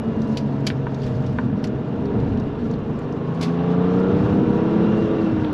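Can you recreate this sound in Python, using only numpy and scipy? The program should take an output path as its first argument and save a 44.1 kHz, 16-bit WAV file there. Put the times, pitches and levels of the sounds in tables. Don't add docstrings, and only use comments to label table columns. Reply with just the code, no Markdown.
import sys
import numpy as np
from scipy import signal
from scipy.fft import rfft, irfft, next_fast_len
from scipy.io import wavfile
from scipy.ndimage import uniform_filter1d

SR = 44100
rng = np.random.default_rng(int(sys.argv[2]) if len(sys.argv) > 2 else 0)


def nominal_scale(level):
    x = np.asarray(level, float) / 20
    return 10 ** x


def to_wav(s):
    ch = np.atleast_2d(s).T
    pcm = np.round(np.clip(ch, -1, 1) * 32767)
    wavfile.write(sys.argv[1], SR, pcm.astype(np.int16))


N = 243873

FIRING, BEAT, FAN, FAN_WHINE = 6, 9, 9.36, 28.08

# time in seconds, load in dB, firing tone in dB rms.
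ENGINE_LOAD = [(0, -5.5, -40), (.45, -6, -28.5), (1.05, -6.5, -27), (1.3, -7.5, -27), (1.55, -11.5, -36),
               (1.85, -5.5, -30.5), (2.1, -0.5, -36), (2.35, -3, -50), (2.8, -8.5, -30.5),
               (3.15, -4, -34.5), (3.45, -5, -24.5), (3.95, 1.5, -19.5), (4.25, 0, -26), (4.55, -3, -24),
               (4.9, -3, -20.5), (5.15, -4, -30.5), (5.35, -9.5, -28), (5.53, -6.5, -57)]
# time in seconds, camshaft rate in turns per second.
CAMSHAFT_SPEED = [(0, 24.85), (.25, 24.01), (.65, 22.78), (.85, 22.49), (1.25, 22.02), (1.45, 21.95),
                  (1.75, 22.27), (2.05, 22.49), (2.25, 22.98), (2.75, 24.76), (3.25, 26.73), (3.85, 29.91),
                  (4.35, 33.09), (4.75, 35.15), (4.95, 35.67), (5.1, 35.62), (5.25, 34.94), (5.53, 31.9)]
# centre in Hz, width in Hz, gain in dB.
CABIN_MODES = [(101, 12, 10.5), (139, 18, 6.5), (164, 9.9, 5), (233, 31, 5.5), (285, 15, 6.5),
               (412.6, 33, 7.5), (458.3, 27.3, 14), (664, 36, 3.5), (953, 22, 4.5), (1152, 37, 6.5),
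               (1370, 53, 5.5), (1725, 40, 4), (2450, 73, 6), (2738, 54, 5.5)]


def amp_sum(modes, hz):
    return nominal_scale(sum(db * np.exp(-2 * ((hz - f) / width) ** 2) for f, width, db in modes))


def evened(x):
    return x / np.sqrt(np.mean(x ** 2) + 1e-20)


def read(points, hz):
    f, value = np.transpose(points)
    return np.interp(np.log(hz + 1), np.log(f + 1), value)


def curves(rows, step=1):
    s, *columns = np.transpose(rows)
    return [np.interp(np.arange(0, N, step) / SR, s, c) for c in columns]


def bell(s, length, step=1):
    return np.exp(-2 * ((np.arange(0, N, step) / SR - s) / length) ** 2)


def drift(rate_hz, step=1):
    t = np.arange(0, N + 256, 256) / SR
    slow = 0
    for f in rate_hz * np.geomspace(.1, 1, num=12):
        slow = slow + np.sin(2 * np.pi * (f * t + rng.random())) / np.sqrt(f)
    return np.interp(np.arange(0, N, step) / SR, t, evened(slow))


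def noise(gain, patchy_db, flicker_db, size=1024):
    frames, hz = 4 * N // size + 5, np.fft.rfftfreq(size, 1 / SR)
    a, b, patches = rng.standard_normal((frames, len(hz), 3)).T
    patches = uniform_filter1d(patches, size=8, axis=0)
    patches = evened(uniform_filter1d(patches, size=10, axis=1))
    flicker = evened(uniform_filter1d(rng.standard_normal(frames), size=3))
    z = (a + 1j * b) * gain(hz)[:, None] * nominal_scale(patchy_db * patches + flicker_db * flicker)
    return evened(signal.istft(z, nperseg=size, noverlap=3 * size // 4)[1][:N])


def add(mix, s, sound):
    part = mix[round(s * SR):][:len(sound)]
    part += sound[:len(part)]


def doublings():
    coast_speed = 23.
    return np.log2(curves(CAMSHAFT_SPEED)[0] / coast_speed)


def engine(load_share=1.0, minor_db=-2.0):
    # multiple of the camshaft rate, level in dB rms.
    order_fall = [(2, -55.5), (5, -34.5), (10, -39), (20, -49.5), (45, -59.5)]
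    # multiple, time in seconds, length in seconds,
    # level in dB rms.
    order_swells = [(15, 3.95, .5, -24.5), (15, 5.05, .45, -35), (15, 3.2, .5, -37), (14, 4.52, .45, -30),
                    (12, 4.3, .5, -31), (12, 4.8, .4, -32), (12, 5.08, .2, -28), (12, .55, .4, -32),
                    (12, 2.4, .2, -33), (13, 4.15, .3, -38), (5, 4.75, .7, -26), (7, 4.38, .25, -29),
                    (8, 3.7, .4, -33), (10, 4.8, .5, -34), (18, 2.2, .4, -37), (18, 3.1, .5, -39),
                    (21, 2.1, .4, -39), (21, 4.35, .3, -38), (24, 3.75, .4, -41), (24, .2, .5, -43),
                    (40, 3.6, .7, -43.5), (39, 4.7, .6, -47), (41, .35, .4, -46), (39, 3.65, .5, -47),
                    (33, 3.7, .5, -47), (36, 3.5, .8, -50), (44, 4.0, .4, -50), (27, 3.7, .5, -45)]
    # multiple, time in seconds, length in seconds, level in dB rms.
    tone_swells = [(BEAT, 0.14, 0.53, -30), (BEAT, 1.7, 1.1, -37), (BEAT, 3.7, 0.63, -29.5),
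                   (BEAT, 5.1, 0.38, -34.5), (FAN, 0.2, .45, -30.5), (FAN, 4.35, 0.77, -29.5),
                   (FAN, 5.34, .9, -26), (FAN_WHINE, 1.1, 1.5, -43), (FAN_WHINE, 3.6, 0.19, -41),
                   (FAN_WHINE, 4.55, .4, -42.5), (FAN_WHINE, 5.5, .25, -43.5)]
    bank_db = 7

    hz = curves(CAMSHAFT_SPEED, step=256)[0]
    load_db, firing_db = curves(ENGINE_LOAD, step=256)

    def fine(slow):
        return np.interp(np.arange(0, N, 8), np.arange(0, N, 256), slow)

    turns = 8 * np.cumsum(fine(hz * (1 + .001 * drift(10., step=256)))) / SR
    own_db = {FIRING: firing_db, BEAT: -43.5, FAN: -40, FAN_WHINE: -60.5}
    out = 0
    for k in [*range(2, 46), FAN, FAN_WHINE]:
        uneven = drift(16., step=256)
        swell = sum(nominal_scale(db) * bell(s, length, step=256)
                    for order, s, length, db in order_swells + tone_swells if order == k)
        if k in own_db:
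            gain = (nominal_scale(own_db[k]) + swell) * nominal_scale(.6 * uneven)
        else:
            order_db = read(order_fall, k) + bank_db * (k % 3 == 0)
            weak = nominal_scale(order_db + minor_db + load_share * load_db + 2.6 * uneven)
            weak = weak * amp_sum(CABIN_MODES, k * hz)
            gain = np.maximum(weak, swell * nominal_scale(.7 * uneven))
        out = out + np.sqrt(2) * fine(gain) * np.sin(2 * np.pi * (k * turns + rng.random()))
    return signal.resample_poly(out, up=8, down=1)[:N]


def road_levels():
    # time in seconds, length in seconds, thud in dB, rumble in dB.
    bumps = [(0, 0.2, 3.5, 0.5), (.3, .2, -4, 0), (.8, 0.27, 3, 0), (1.14, 0.12, 6, -0.5),
             (1.45, 0.37, 8.5, 3.5), (1.75, 0.22, 3, 2), (1.993, 0.067, 6, 1.5), (2.092, .07, -5, -2.5),
             (2.194, 0.13, 14.5, 4.5), (2.366, .12, 13, 5), (2.632, 0.074, 1.5, 2.5), (2.918, 0.071, 1, 1),
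             (3.134, 0.19, -8, -5), (3.42, 0.093, 6.5, -4), (3.5, 0.062, -5, -1), (3.75, .35, 5, -10),
             (4.249, .25, 11.5, 3.5), (4.45, 0.18, -9, 5), (4.829, .12, 7.5, 2), (4.942, 0.13, 6.5, 2.5),
             (5.38, 0.24, 9.5, 0)]
    # time in seconds, length in seconds, level in dB.
    heaves = [
        (.3, .3, 0),
        (1.3, .15, 2.5),
        (2.452, .5, 8),
        (2.9, 0.33, 5.5),
        (3.401, .55, -9),
        (4.2, .8, 4),
        (4.599, .25, 2),
    ]
    bump_db, rough_db = sum(np.outer([a, b], bell(s, length)) for s, length, a, b in bumps)
    faster, load_db = doublings(), curves(ENGINE_LOAD)[0]
    grit_db = 0.11 * bump_db
    open_s, rise_s = 3.39, .06
    pull = (1 + np.tanh((np.arange(N) / SR - open_s) / rise_s)) / 2
    heave_db = -45 + sum(db * bell(s, length) for s, length, db in heaves)
    thud_db = -37.5 + bump_db
    rumble_db = -28.5 + 4.5 * faster + rough_db
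    roar_db = -34 + 5 * faster + .15 * load_db + grit_db + 1.5 * pull
    hiss_db = -50 + 4.5 * faster + 0.12 * load_db + grit_db + 3.5 * pull
    return heave_db, thud_db, rumble_db, roar_db, hiss_db


def road():
    # frequency in Hz, density in dB per Hz.
    road_tone = [(12, -37), (20, -22.5), (54, -16), (129, 2.5), (201, 0.5), (232, 5), (312, -3),
                 (455, -7.5), (505, -11), (636, -15.5), (927, -20.5), (1010, -21), (3000, -42.5),
                 (3900, -65.5), (6600, -120)]
    # frequency in Hz, density in dB per Hz.
    hiss_tone = [(880, -16.5), (1500, 0), (2090, -11.5), (2590, -12), (2800, -7), (2950, -9.5), (3830, -12),
                 (4790, -28), (5540, -23.5), (8500, -51), (11000, -63), (18700, -120)]
    heave_db, thud_db, rumble_db, roar_db, hiss_db = road_levels()

    body = lambda hz: nominal_scale(read(road_tone, hz)) * amp_sum(CABIN_MODES, hz) ** .5
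    deep = lambda hz: 1 / (1 + (hz / 62) ** 6)
    lowest = lambda hz: 1 / (1 + (hz / 115) ** 6)
    low = lambda hz: 1 / (1 + (hz / 380) ** 4)
    heave_colour = lambda hz: body(hz) * deep(hz)
    thud_colour = lambda hz: body(hz) * (lowest(hz) - deep(hz))
    rumble_colour = lambda hz: body(hz) * (low(hz) - lowest(hz))
    roar_colour = lambda hz: body(hz) * (1 - low(hz))
    hiss_colour = lambda hz: nominal_scale(read(hiss_tone, hz)) * amp_sum(CABIN_MODES, hz)

    out = nominal_scale(heave_db) * noise(heave_colour, patchy_db=.8, flicker_db=.8, size=2048)
    out += nominal_scale(thud_db) * noise(thud_colour, patchy_db=.8, flicker_db=.8, size=2048)
    out += nominal_scale(rumble_db) * noise(rumble_colour, patchy_db=.8, flicker_db=.7, size=2048)
    out += nominal_scale(roar_db) * noise(roar_colour, patchy_db=.8, flicker_db=.5)
    out += nominal_scale(hiss_db) * noise(hiss_colour, patchy_db=1.05, flicker_db=0.84, size=512)
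    return out


def gears():
    # multiple of the camshaft rate, time in seconds, length in seconds, peak level in dB.
    meshes = [
        (116.5, .12, .45, -56),
        (70.2, .1, .4, -58),
        (77.75, 4.97, .15, -46.5),
        (77.75, 4.76, .25, -53),
        (77.75, 5.23, .17, -50),
    ]
    turns = np.cumsum(curves(CAMSHAFT_SPEED)[0] * (1 + .0025 * drift(30.))) / SR
    out = 0
    for k, s, length, db in meshes:
        flicker_db = 1.8 * drift(45.)
        out = out + nominal_scale(db + flicker_db) * bell(s, length) * np.sin(2 * np.pi * k * turns)
    return out


def snaps(lead=.025):
    # time in seconds, peak in dB, centre in Hz, t60 in seconds.
    slaps = [(.277, -56, 7000, .12), (0.3705, -20.5, 3700, .12), (.604, -48, 5500, 0.055),
             (0.6669, -11.5, 3190, 0.11), (1.018, -37, 4000, 0.079), (1.03, -36, 3700, 0.26),
             (1.061, -37.5, 3200, 0.23), (1.246, -55, 4500, .06), (1.262, -38, 4470, .14),
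             (1.328, -53, 6000, 0.068), (1.64, -23, 3440, 0.096), (1.671, -37.5, 4830, 0.081),
             (2.054, -38.5, 3350, 0.076), (2.2, -39, 3500, 0.087), (2.373, -40.5, 4000, .07),
             (2.991, -42, 5630, 0.041), (3.348, -48, 6450, 0.044), (3.41, -23, 3140, .16),
             (3.424, -20.5, 3410, .22), (4.0, -46, 5550, 0.052), (4.342, -51, 7060, .05)]
    # time in seconds, peak in dB, centre in Hz.
    ticks = [
        (0.2176, -35, 5270),
        (.945, -34, 5060),
        (2.022, -46, 4940),
        (2.398, -36, 5100),
        (2.712, -42, 5440),
        (2.737, -35, 3960),
        (3.125, -41, 5200),
        (5.445, -28, 3030),
    ]
    edge_hz, least_octaves = 5800, .55
    tick_octaves, tick_t60 = 0.38, .054
    bursts = [(s, db, f, max(np.log2(edge_hz / f), least_octaves), t60) for s, db, f, t60 in slaps]
    bursts += [(s, db, f, tick_octaves, tick_t60) for s, db, f in ticks]

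    out, t, hz = np.zeros(N), np.arange(8192) / SR - lead, np.fft.rfftfreq(8192, 1 / SR)
    for s, db, centre_hz, spread, t60 in bursts:
        octaves = np.log2((hz + 1) / centre_hz) / spread
        skirt = np.where(octaves < 0, .15, 1)
        colour = 1 / (1 + skirt * octaves ** 4) / (1 + (hz / 15000) ** 8)
        white, grain, bands = rng.standard_normal((3, len(t)))
        colour = colour * nominal_scale(1.8 * evened(uniform_filter1d(bands, size=80))[:len(hz)])
        grainy = white * nominal_scale(1.3 * evened(uniform_filter1d(grain, size=40)))
        burst = evened(irfft(rfft(grainy) * (colour + 0.012)))
        after = np.maximum(t - .045 * t60, 0)
        lead_in = nominal_scale(-28.0) * np.clip(1 + t / lead, 0, 1)
        rise = np.clip(t / (.014 * t60), 0, 1) ** 2 + lead_in
        decay = nominal_scale(-60 * after / (0.27 * t60)) + 0.75 * nominal_scale(-60 * after / t60)
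        add(out, s - lead - .0005, nominal_scale(db - 15.0) * burst * rise * decay)
    return out


def rub():
    # frequency in Hz, density in dB per Hz.
    rub_tone = [(1000, -17.5), (2500, -1.5), (4500, 7.5), (7000, -3.5), (11000, -21), (12000, -19.5),
                (13000, -35.5), (15000, -56.5)]
    # time in seconds, length in seconds, level in dB.
    strokes = [
        (.36, 0.34, 7),
        (1.12, 0.43, 9.5),
        (2.26, 0.64, 2),
        (3.452, 0.17, 3),
        (4.1, .4, 2),
    ]
    slide = noise(lambda hz: nominal_scale(read(rub_tone, hz)), patchy_db=2.0, flicker_db=1.2, size=512)
    stroke_db = sum(db * bell(s, length) for s, length, db in strokes)
    return nominal_scale(-66 + 1.3 * drift(25.) + 10 * doublings() + stroke_db) * slide


def tocks():
    # time in seconds, dB rms of the first 5 ms, brightness in dB per octave.
    knocks = [
        (.7013, -27.5, 7),
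        (.8674, -27.5, -3.5),
        (1.3857, -22.5, -4.5),
    ]
    # frequency in Hz, level in dB, t60 in seconds.
    modes = [(760, -5, .02), (940, 0, .03), (1070, -3, .025), (1200, -3, .025), (1510, 1, .03),
             (1800, -2, .022), (2310, -5, .018), (2730, -8, .015), (3170, -9, .015), (3700, -10, .012),
             (4400, -13, .01)]
    out, t = np.zeros(N), np.arange(4096) / SR
    for s, db, bright_db in knocks:
        ring = 0
        for k, (f, mode_db, t60) in enumerate(modes):
            level = nominal_scale(mode_db + bright_db * np.log2(f / 1500) - 70 * t / t60)
            ring = ring + (-1) ** k * level * np.sin(2 * np.pi * f * t)
        rattle = rng.standard_normal(len(t)) * nominal_scale(-26 - 60 * t / .07)
        rattle[0] = 1
        softened = signal.fftconvolve(ring, np.hanning(11))
        tock = signal.fftconvolve(softened, rattle)[:len(t)]
        add(out, s, nominal_scale(db) * tock / np.sqrt(np.mean(tock[:SR // 200] ** 2)))
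    return out


def scene():
    return (engine() + road() + gears() + snaps() + rub() + tocks())[None]


def top_cut(x):
    return signal.sosfilt(signal.butter(12, 14210, fs=SR, output="sos"), x)


def record(dry):
    # centre in Hz, width in Hz, gain in dB.
    housing = [(8970, 660, -6.5), (9120, 160, -9), (11070, 1100, 8), (15500, 3100, -12)]
    size = next_fast_len(N + 4096)
    response = amp_sum(housing, np.fft.rfftfreq(size, 1 / SR))
    coloured = irfft(rfft(dry, size) * response, size)[:, :N]
    return top_cut(coloured)


dry = scene()
out = record(dry)
to_wav(out)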